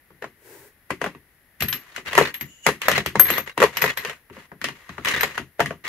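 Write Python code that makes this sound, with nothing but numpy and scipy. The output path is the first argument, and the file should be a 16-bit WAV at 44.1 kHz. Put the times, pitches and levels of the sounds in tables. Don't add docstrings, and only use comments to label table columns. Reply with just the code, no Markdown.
import sys
import numpy as np
from scipy import signal
from scipy.fft import rfft, irfft, next_fast_len
from scipy.io import wavfile

SR = 44100
rng = np.random.default_rng(int(sys.argv[2]) if len(sys.argv) > 2 else 0)


def store_pcm(level_fs):
    pcm = np.round(np.clip(level_fs, -1, 1) * 32767).astype(np.int16)
    wavfile.write(sys.argv[1], SR, np.atleast_2d(pcm).T)


N = 259308
SIZE = 8192
T = np.arange(SIZE) / SR
HZ = np.fft.rfftfreq(SIZE, 1 / SR)
NOW = np.arange(N) / SR


def amp(db):
    return 10 ** (np.asarray(db) / 20)


def unit(x):
    return x / np.sqrt(np.mean(x ** 2) + 1e-20)


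def noise_pair():
    return rng.standard_normal((2, N))


def along(points, hz):
    f, v = np.transpose(points)
    return np.interp(np.log(hz + 1), np.log(f + 1), v)


def swell(rows):
    s, db = np.transpose(rows)
    return amp(np.interp(NOW, s, db, left=-np.inf, right=-np.inf))


def fade(t60_s):
    return np.exp(-np.log(1000) * T / t60_s)


def onset(rise_s):
    return 1 - np.exp(-T / rise_s)


def add(track, s, sound):
    part = track[:, max(round(s * SR), 0):][:, :sound.shape[1]]
    part += sound[:, :part.shape[1]]


def peaks(modes):
    return sum(amp(db) ** 2 / (1 + (2 * (HZ - hz) / width) ** 2) for hz, width, db in modes)


# frequency in Hz, width in Hz, level in dB above its dense modes.
CASE_MODES = [(81.4, 8.2, 16), (137.9, 20, 10), (412.4, 41, 9.5), (523, 110, 9), (696, 25, 5.5),
              (940, 30, 7.5), (1039, 74, 4.5), (1172, 95, 6), (1926, 244, 8), (2077, 70, 1.5),
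              (2860, 150, -0.5), (3800, 51, -8), (4063, 47, 4), (6560, 750, 4)]


def through_case(spectrum):
    magnitude = amp(along(spectrum, HZ)) * np.sqrt(1 + peaks(CASE_MODES))
    cepstrum = irfft(np.log(magnitude))
    cepstrum[1:SIZE // 2] *= 2
    cepstrum[SIZE // 2 + 1:] = 0
    return np.exp(rfft(cepstrum))


# frequency in Hz, left-right correlation (1 = identical).
LIKENESS = [(60, .95), (280, .99), (550, .91), (1100, .68), (2200, .25), (5000, .04)]
# frequency in Hz, left over right in dB.
LEFT_OVER_RIGHT = [(60, 5.5), (300, 3.5), (700, 3.5), (2500, 4), (5000, -1), (9000, 5.5)]


def ports(pair, response):
    turn = np.arccos(np.clip(along(LIKENESS, HZ), -1, 1)) / 2
    lean = amp(np.outer([.5, -.5], along(LEFT_OVER_RIGHT, HZ)))
    mid = pair[..., :1, :] * np.cos(turn)
    side = pair[..., 1:, :] * np.sin(turn)
    return np.concatenate([mid + side, mid - side], axis=-2) * lean * response


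def sustained(force, response):
    paths = irfft(ports(np.eye(2)[:, :, None], response))
    paths = np.roll(paths, SIZE // 2, axis=-1)
    heard = signal.oaconvolve(force[:, None], paths, axes=-1).sum(axis=0)
    return unit(heard[:, SIZE // 2:][:, :N])


def pings(times, gains, count, low_hz, high_hz, t60_s, octave_db):
    track, t = np.zeros((2, N)), T[:SIZE // 2]
    shape = (fade(t60_s) * onset(0.00044))[:len(t)]
    for s, gain in zip(times, gains):
        hz = low_hz * (high_hz / low_hz) ** rng.random((count, 1))
        ring = np.sin(2 * np.pi * (hz * t + rng.random((2, count, 1))))
        ring = ring * amp(octave_db * np.log2(hz / low_hz))
        add(track, s, gain * ring.sum(axis=1) * shape)
    return track


# frequency in Hz, level in dB.
QUIET_SPECTRUM = [(15, -22), (25, -10.5), (59, -3.5), (178, -8.5), (281, -11), (1080, -18), (1900, -15),
                  (2630, -19), (8580, -30.5), (10900, -15), (15500, -22.5)]


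def background(level_db=-59, hiss_hz=1900, hiss_width_hz=350, hiss_db=6):
    hiss = np.sqrt(0.5 + peaks([(hiss_hz, hiss_width_hz, hiss_db)]))
    return amp(level_db) * sustained(noise_pair(), amp(along(QUIET_SPECTRUM, HZ)) * hiss)


# time in seconds, level in dB.
SLIDE_LEVEL = [(.36, -71.5), (.46, -48), (.54, -44.5), (.68, -50), (.75, -74.5)]
# frequency in Hz, level in dB.
SKIN_SPECTRUM = [(35, -48), (60, -30), (123, -9.5), (175, -25.5), (403, -3.5), (773, -23.5), (869, -14),
                 (1200, -26), (1550, -14.5), (3420, -28.5), (15500, -23)]


def finger_slide():
    return swell(SLIDE_LEVEL) * sustained(noise_pair(), amp(along(SKIN_SPECTRUM, HZ)))


# time in seconds, level in dB.
PULL_LEVEL = [(2.44, -67.5), (2.5, -50), (2.62, -56), (2.655, -34.5), (2.68, -61)]
# frequency in Hz, width in Hz, level in dB.
SQUEAK_MODES = [(2900, 63, 0), (6900, 220, -5.5)]


def socket_squeak():
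    return swell(PULL_LEVEL) * sustained(noise_pair(), np.sqrt(peaks(SQUEAK_MODES)))


# start in seconds, end in seconds, push at the start in dB, push at the end in dB.
STROKES = [(1.79, 1.993, -55, -43.5), (2.05, 2.28, -32, -26.5), (2.825, 2.982, -33.5, -21),
           (3.249, 3.382, -25.5, -28.5), (3.46, 3.495, -32.5, -33), (3.724, 3.906, -39, -23),
           (3.975, 4.098, -41.5, -38), (4.32, 4.452, -49.5, -48), (4.745, 5.045, -51.5, -48.5),
           (5.048, 5.259, -21, -29.5), (5.298, 5.358, -38, -34.5), (5.838, 5.884, -31, -28)]
SWELL_DB, SWELL_T60_S = -14, .035
SETTLE_DB, SETTLE_T60_S = -13, .22


def pushing(attack_s=.011, release_s=.014, settle_rise_s=.012):
    push = np.zeros((1, N))
    for start, end, start_db, end_db in STROKES:
        gate = np.clip((NOW - start) / attack_s, 0, 1) * np.exp(-np.maximum(NOW - end, 0) / release_s)
        push += gate * amp(np.interp(NOW, [start, end], [start_db, end_db]))
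    lead_in = fade(SWELL_T60_S)[SIZE // 2::-1]
    settling = fade(SETTLE_T60_S) * onset(settle_rise_s)
    for (s, *_), db in zip(CONTACTS, part_db(CLACK_LAW)):
        add(push, s - len(lead_in) / SR, amp(db + SWELL_DB) * lead_in[None])
        add(push, s, amp(db + SETTLE_DB) * settling[None])
    return push[0]


# frequency in Hz, level in dB.
CHATTER_FORCE = [(60, -22.5), (200, -6.5), (700, -12.5), (1900, 0.5), (3500, -7.5), (8000, -22),
                 (15000, -23)]
# frequency in Hz, level in dB.
RUB_FORCE = [(100, -10.5), (600, -10), (1400, -0.5), (2500, -0.5), (6000, -13.5), (15000, -22.5)]


def drags(slips_per_s=260, spread_db=3, slip_t60_s=0.026, bed=0.3, catch_db=-37,
          rub_db=-1, chatter_db=-2.0, ping_db=-3):
    push = pushing()
    catching = push ** 2 / (push ** 2 + amp(catch_db) ** 2)
    slip_gain = amp(spread_db * np.clip(rng.standard_normal(N), -2, 2))
    slips = (rng.random(N) < slips_per_s / SR) * slip_gain
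    grip = np.sqrt(np.abs(signal.oaconvolve(slips ** 2, fade(slip_t60_s) ** 2)[:N]))
    chatter = sustained(noise_pair() * (unit(grip) + bed), through_case(CHATTER_FORCE))
    rub = sustained(noise_pair() * (unit(grip) + 2), through_case(RUB_FORCE))
    hard_part = amp(chatter_db) * np.sqrt(catching) * chatter
    light_part = amp(rub_db) * np.sqrt(1 - catching) * rub
    hard = (slips > 0) & (rng.random(N) < np.sqrt(catching))
    slip_pings = pings(NOW[hard], amp(ping_db) * (slips * push)[hard], count=1,
                       low_hz=1502, high_hz=4690, t60_s=0.052, octave_db=-2.5)
    return push * (hard_part + light_part) + slip_pings


# time in seconds, bit name, level in dB.
CLINKS = [(1.604, "low", -28.5), (1.623, "low", -22), (1.683, "low", -20.5), (1.729, "low", -25.5),
          (2.34, "low", -27.5), (2.41, "middle", -24), (2.882, "middle", -19), (3.061, "middle", -24.5),
          (3.196, "low", -0.5), (3.302, "low", -18), (3.38, "middle", -17.5), (3.769, "high", -22),
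          (3.817, "high", -15.5), (3.973, "middle", -23.5), (5.208, "high", -16)]
BITS = {"low": (12480, 0.16), "middle": (12950, 0.072), "high": (13110, 0.062)}
HOP_S, HOP_LOSS_DB = .03, 11.5


def clinks(room_db=-9, room_t60_s=0.32, side_db=3.0, spread_hz=60, strikes=3):
    track = np.zeros((2, N))
    for s, bit, db in CLINKS:
        hz, t60_s = BITS[bit]
        band = 1 / (1 + ((HZ - hz) / spread_hz) ** 2)
        flutter = unit(irfft(rfft(rng.standard_normal((2, SIZE))) * band))
        echo = flutter * fade(np.sqrt(t60_s * room_t60_s)) * onset(0.0028)
        add(track, s, amp(db + room_db) * echo)
        for hop in range(strikes):
            phase = rng.uniform(0, 2 * np.pi) + np.array([[0], [np.pi / 2]])
            ring = np.sin(2 * np.pi * hz * T + phase) * fade(t60_s) * onset(.0007)
            add(track, s, amp(db - hop * HOP_LOSS_DB) * ring)
            s += HOP_S * rng.uniform(.5, 1)
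    return track * amp([[side_db], [-side_db]])


def own_colours(slopes_db_per_octave):
    octaves = np.log2(np.hypot(HZ, 300) / 300)
    knots = np.arange(0, 7, .22)
    bumps_db = 2.8 * rng.standard_normal((len(slopes_db_per_octave), len(knots)))
    return amp([np.clip(slope, -6, 6) * octaves + np.interp(octaves, knots, bump)
                for slope, bump in zip(slopes_db_per_octave, bumps_db)])


LEAD_S = .003


def blows(times, levels_db, slopes, spectrum, rise_s, first_t60_s, body_db, body_t60_s, room_db, room_t60_s):
    decay = fade(first_t60_s) + amp(body_db) * fade(body_t60_s) + amp(room_db) * fade(room_t60_s)
    shape = np.interp(T - LEAD_S, T, decay * onset(rise_s))
    force = rng.standard_normal((len(times), 2, SIZE)) * shape
    sounds = irfft(ports(rfft(force) * own_colours(slopes)[:, None], through_case(spectrum)))
    sounds = sounds * np.clip((T[-1] - T) / .06, 0, 1) ** 2
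    track = np.zeros((2, N))
    for s, db, sound in zip(times, levels_db, sounds):
        add(track, s - LEAD_S, amp(db) * unit(sound) * np.sqrt(.01 * SR / SIZE))
    return track


USUAL_STRENGTH_DB = -25


def part_db(law):
    _, strength, hardness, _ = np.transpose(CONTACTS)
    usual_db, per_strength, per_hardness = law
    return usual_db + per_strength * (strength - USUAL_STRENGTH_DB) + per_hardness * hardness


# time in seconds, strength in dB, hardness in dB (below 0 steel on plastic, above 0 on steel),
# weight in dB (how much presses through to the table).
CONTACTS = [(0.104, -57, -9, 8), (0.223, -35, -7.5, -5), (0.242, -35.5, -9, -11), (0.905, -25, -3.5, -3.0),
            (1.015, -25.5, -5, -6.0), (1.041, -26, -5, -10), (1.062, -30, -7.5, -3), (1.149, -48.5, -7, 6),
            (1.606, -33, 21.5, 1.0), (1.622, -23, 5, -1.5), (1.685, -37.5, 22.5, -8),
            (1.727, -30.0, 19, -6), (1.962, -37.5, 21.5, -11), (1.979, -39, -3.5, -4),
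            (2.131, -27, -0.5, -19.0), (2.152, -22, 2.5, -8), (2.178, -10.0, -6.5, -11.5),
            (2.186, -14.5, -6, -12), (2.211, -20, -13.5, -5), (2.342, -44.0, 29, -8),
            (2.41, -34.5, 13.5, 2), (2.665, -12.5, 1.5, -10), (2.688, -19, -5.0, -13),
            (2.817, -29.0, 11.5, -33.0), (2.883, -13.5, -4, -17), (2.915, -21, 5.5, -8.0),
            (2.979, -21.0, -2.5, -4.5), (3.061, -23.5, 4.5, -5), (3.155, -23.0, -8, 0.5),
            (3.196, -15.5, -2, -14), (3.302, -20.5, 3.0, -6.5), (3.38, -23.5, 0, -10.5),
            (3.577, -22.5, -2, -2.5), (3.602, -20.5, -1.5, -4), (3.618, -17, -9, -27),
            (3.626, -13.5, -8.0, -40), (3.637, -13.5, -11.5, -17), (3.77, -24.0, 9.5, -22),
            (3.82, -18.5, 5, -11), (3.84, -17.5, -3.5, -12.5), (3.973, -27.5, 8.5, -15),
            (4.049, -27.5, 3, -19), (4.072, -41, 13, -7), (4.096, -32.0, 2.5, -22.5),
            (4.131, -45.5, 3.5, -14.5), (4.299, -50.5, -6.5, 11.5), (4.367, -45.5, -9, 4),
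            (4.517, -47, -13.5, 6), (4.615, -35.0, 7.5, -3.5), (4.642, -24.0, 9, -8.5),
            (4.686, -32, 3.5, -6), (4.892, -38.5, 0.5, 3), (4.981, -36.5, -9.5, 2),
            (5.048, -29.5, 15.5, -15.0), (5.085, -29.5, 23.5, -22), (5.113, -30.5, 11.5, -7),
            (5.209, -24, 7.5, -25), (5.232, -18, 0, -16), (5.378, -25, -2.5, -6.0), (5.595, -25, -13, -1),
            (5.603, -17.0, -6, -9.5), (5.659, -29.0, 5.5, -1.0), (5.707, -33, -10.5, -3.0),
            (5.878, -38.5, 15, -8.0)]
# dB at the usual strength, dB per dB of strength, dB per dB of hardness.
KNOCK_LAW = (-24, 0.99, -.51)
CLACK_LAW = (-25.5, .9, .41)
TICK_LAW = (-36, 1.2, 0.56)
# frequency in Hz, level in dB.
THUMP_FORCE = [(20, -38.5), (50, -8.5), (90, -11), (170, 3), (270, 1), (380, -4.5), (900, -76)]
KNOCK_FORCE = [(120, -34), (290, -16), (420, -3), (1300, -0.5), (1700, 0), (4000, -40)]
CLACK_FORCE = [(500, -48), (1100, -10.5), (1500, -3.5), (2700, 1.5), (4300, -10.5), (5600, -15.5),
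               (11000, -57.5)]
TICK_FORCE = [(2000, -24), (4000, -7), (4900, 2.5), (9000, -0.5), (12500, 0), (16000, -16.5)]


def contacts(knock_lean=0.44, clack_lean=0.38, usual_knock_db=3, usual_tick_db=-11, ping_db=-7.5):
    s, strength, _, weight = np.transpose(CONTACTS)
    knock, clack, tick = map(part_db, (KNOCK_LAW, CLACK_LAW, TICK_LAW))
    flat = np.zeros(len(s))
    knock_slope = knock_lean * (clack - knock + usual_knock_db)
    clack_slope = clack_lean * (tick - clack - usual_tick_db)
    steel = amp((clack + tick) / 2 + ping_db)
    table_thump = blows(s, strength + weight, flat, THUMP_FORCE, rise_s=0.0072, first_t60_s=0.04,
                        body_db=1.5, body_t60_s=0.21, room_db=-23.5, room_t60_s=.3)
    tray_knock = blows(s, knock, knock_slope, KNOCK_FORCE, rise_s=0.0003, first_t60_s=0.011,
                       body_db=-14.5, body_t60_s=0.067, room_db=-16.0, room_t60_s=0.13)
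    edge_clack = blows(s, clack, clack_slope, CLACK_FORCE, rise_s=0.00032, first_t60_s=0.0093,
                       body_db=-12, body_t60_s=0.13, room_db=-18, room_t60_s=0.2)
    edge_tick = blows(s, tick, flat, TICK_FORCE, rise_s=0.00041, first_t60_s=0.011,
                      body_db=-18, body_t60_s=0.051, room_db=-13.5, room_t60_s=0.19)
    steel_pings = pings(s, steel, count=5, low_hz=2370, high_hz=8200, t60_s=0.087, octave_db=-5)
    return table_thump + tray_knock + edge_clack + edge_tick + steel_pings


def scene():
    return background() + finger_slide() + socket_squeak() + drags() + clinks() + contacts()


TOP_HZ = 15700


def record(dry):
    size = next_fast_len(N + SIZE)
    keep = np.fft.rfftfreq(size, 1 / SR) < TOP_HZ
    return irfft(rfft(np.clip(dry, -1, 1), size) * keep, size)[:, :N]


dry = scene()
out = record(dry)
store_pcm(out)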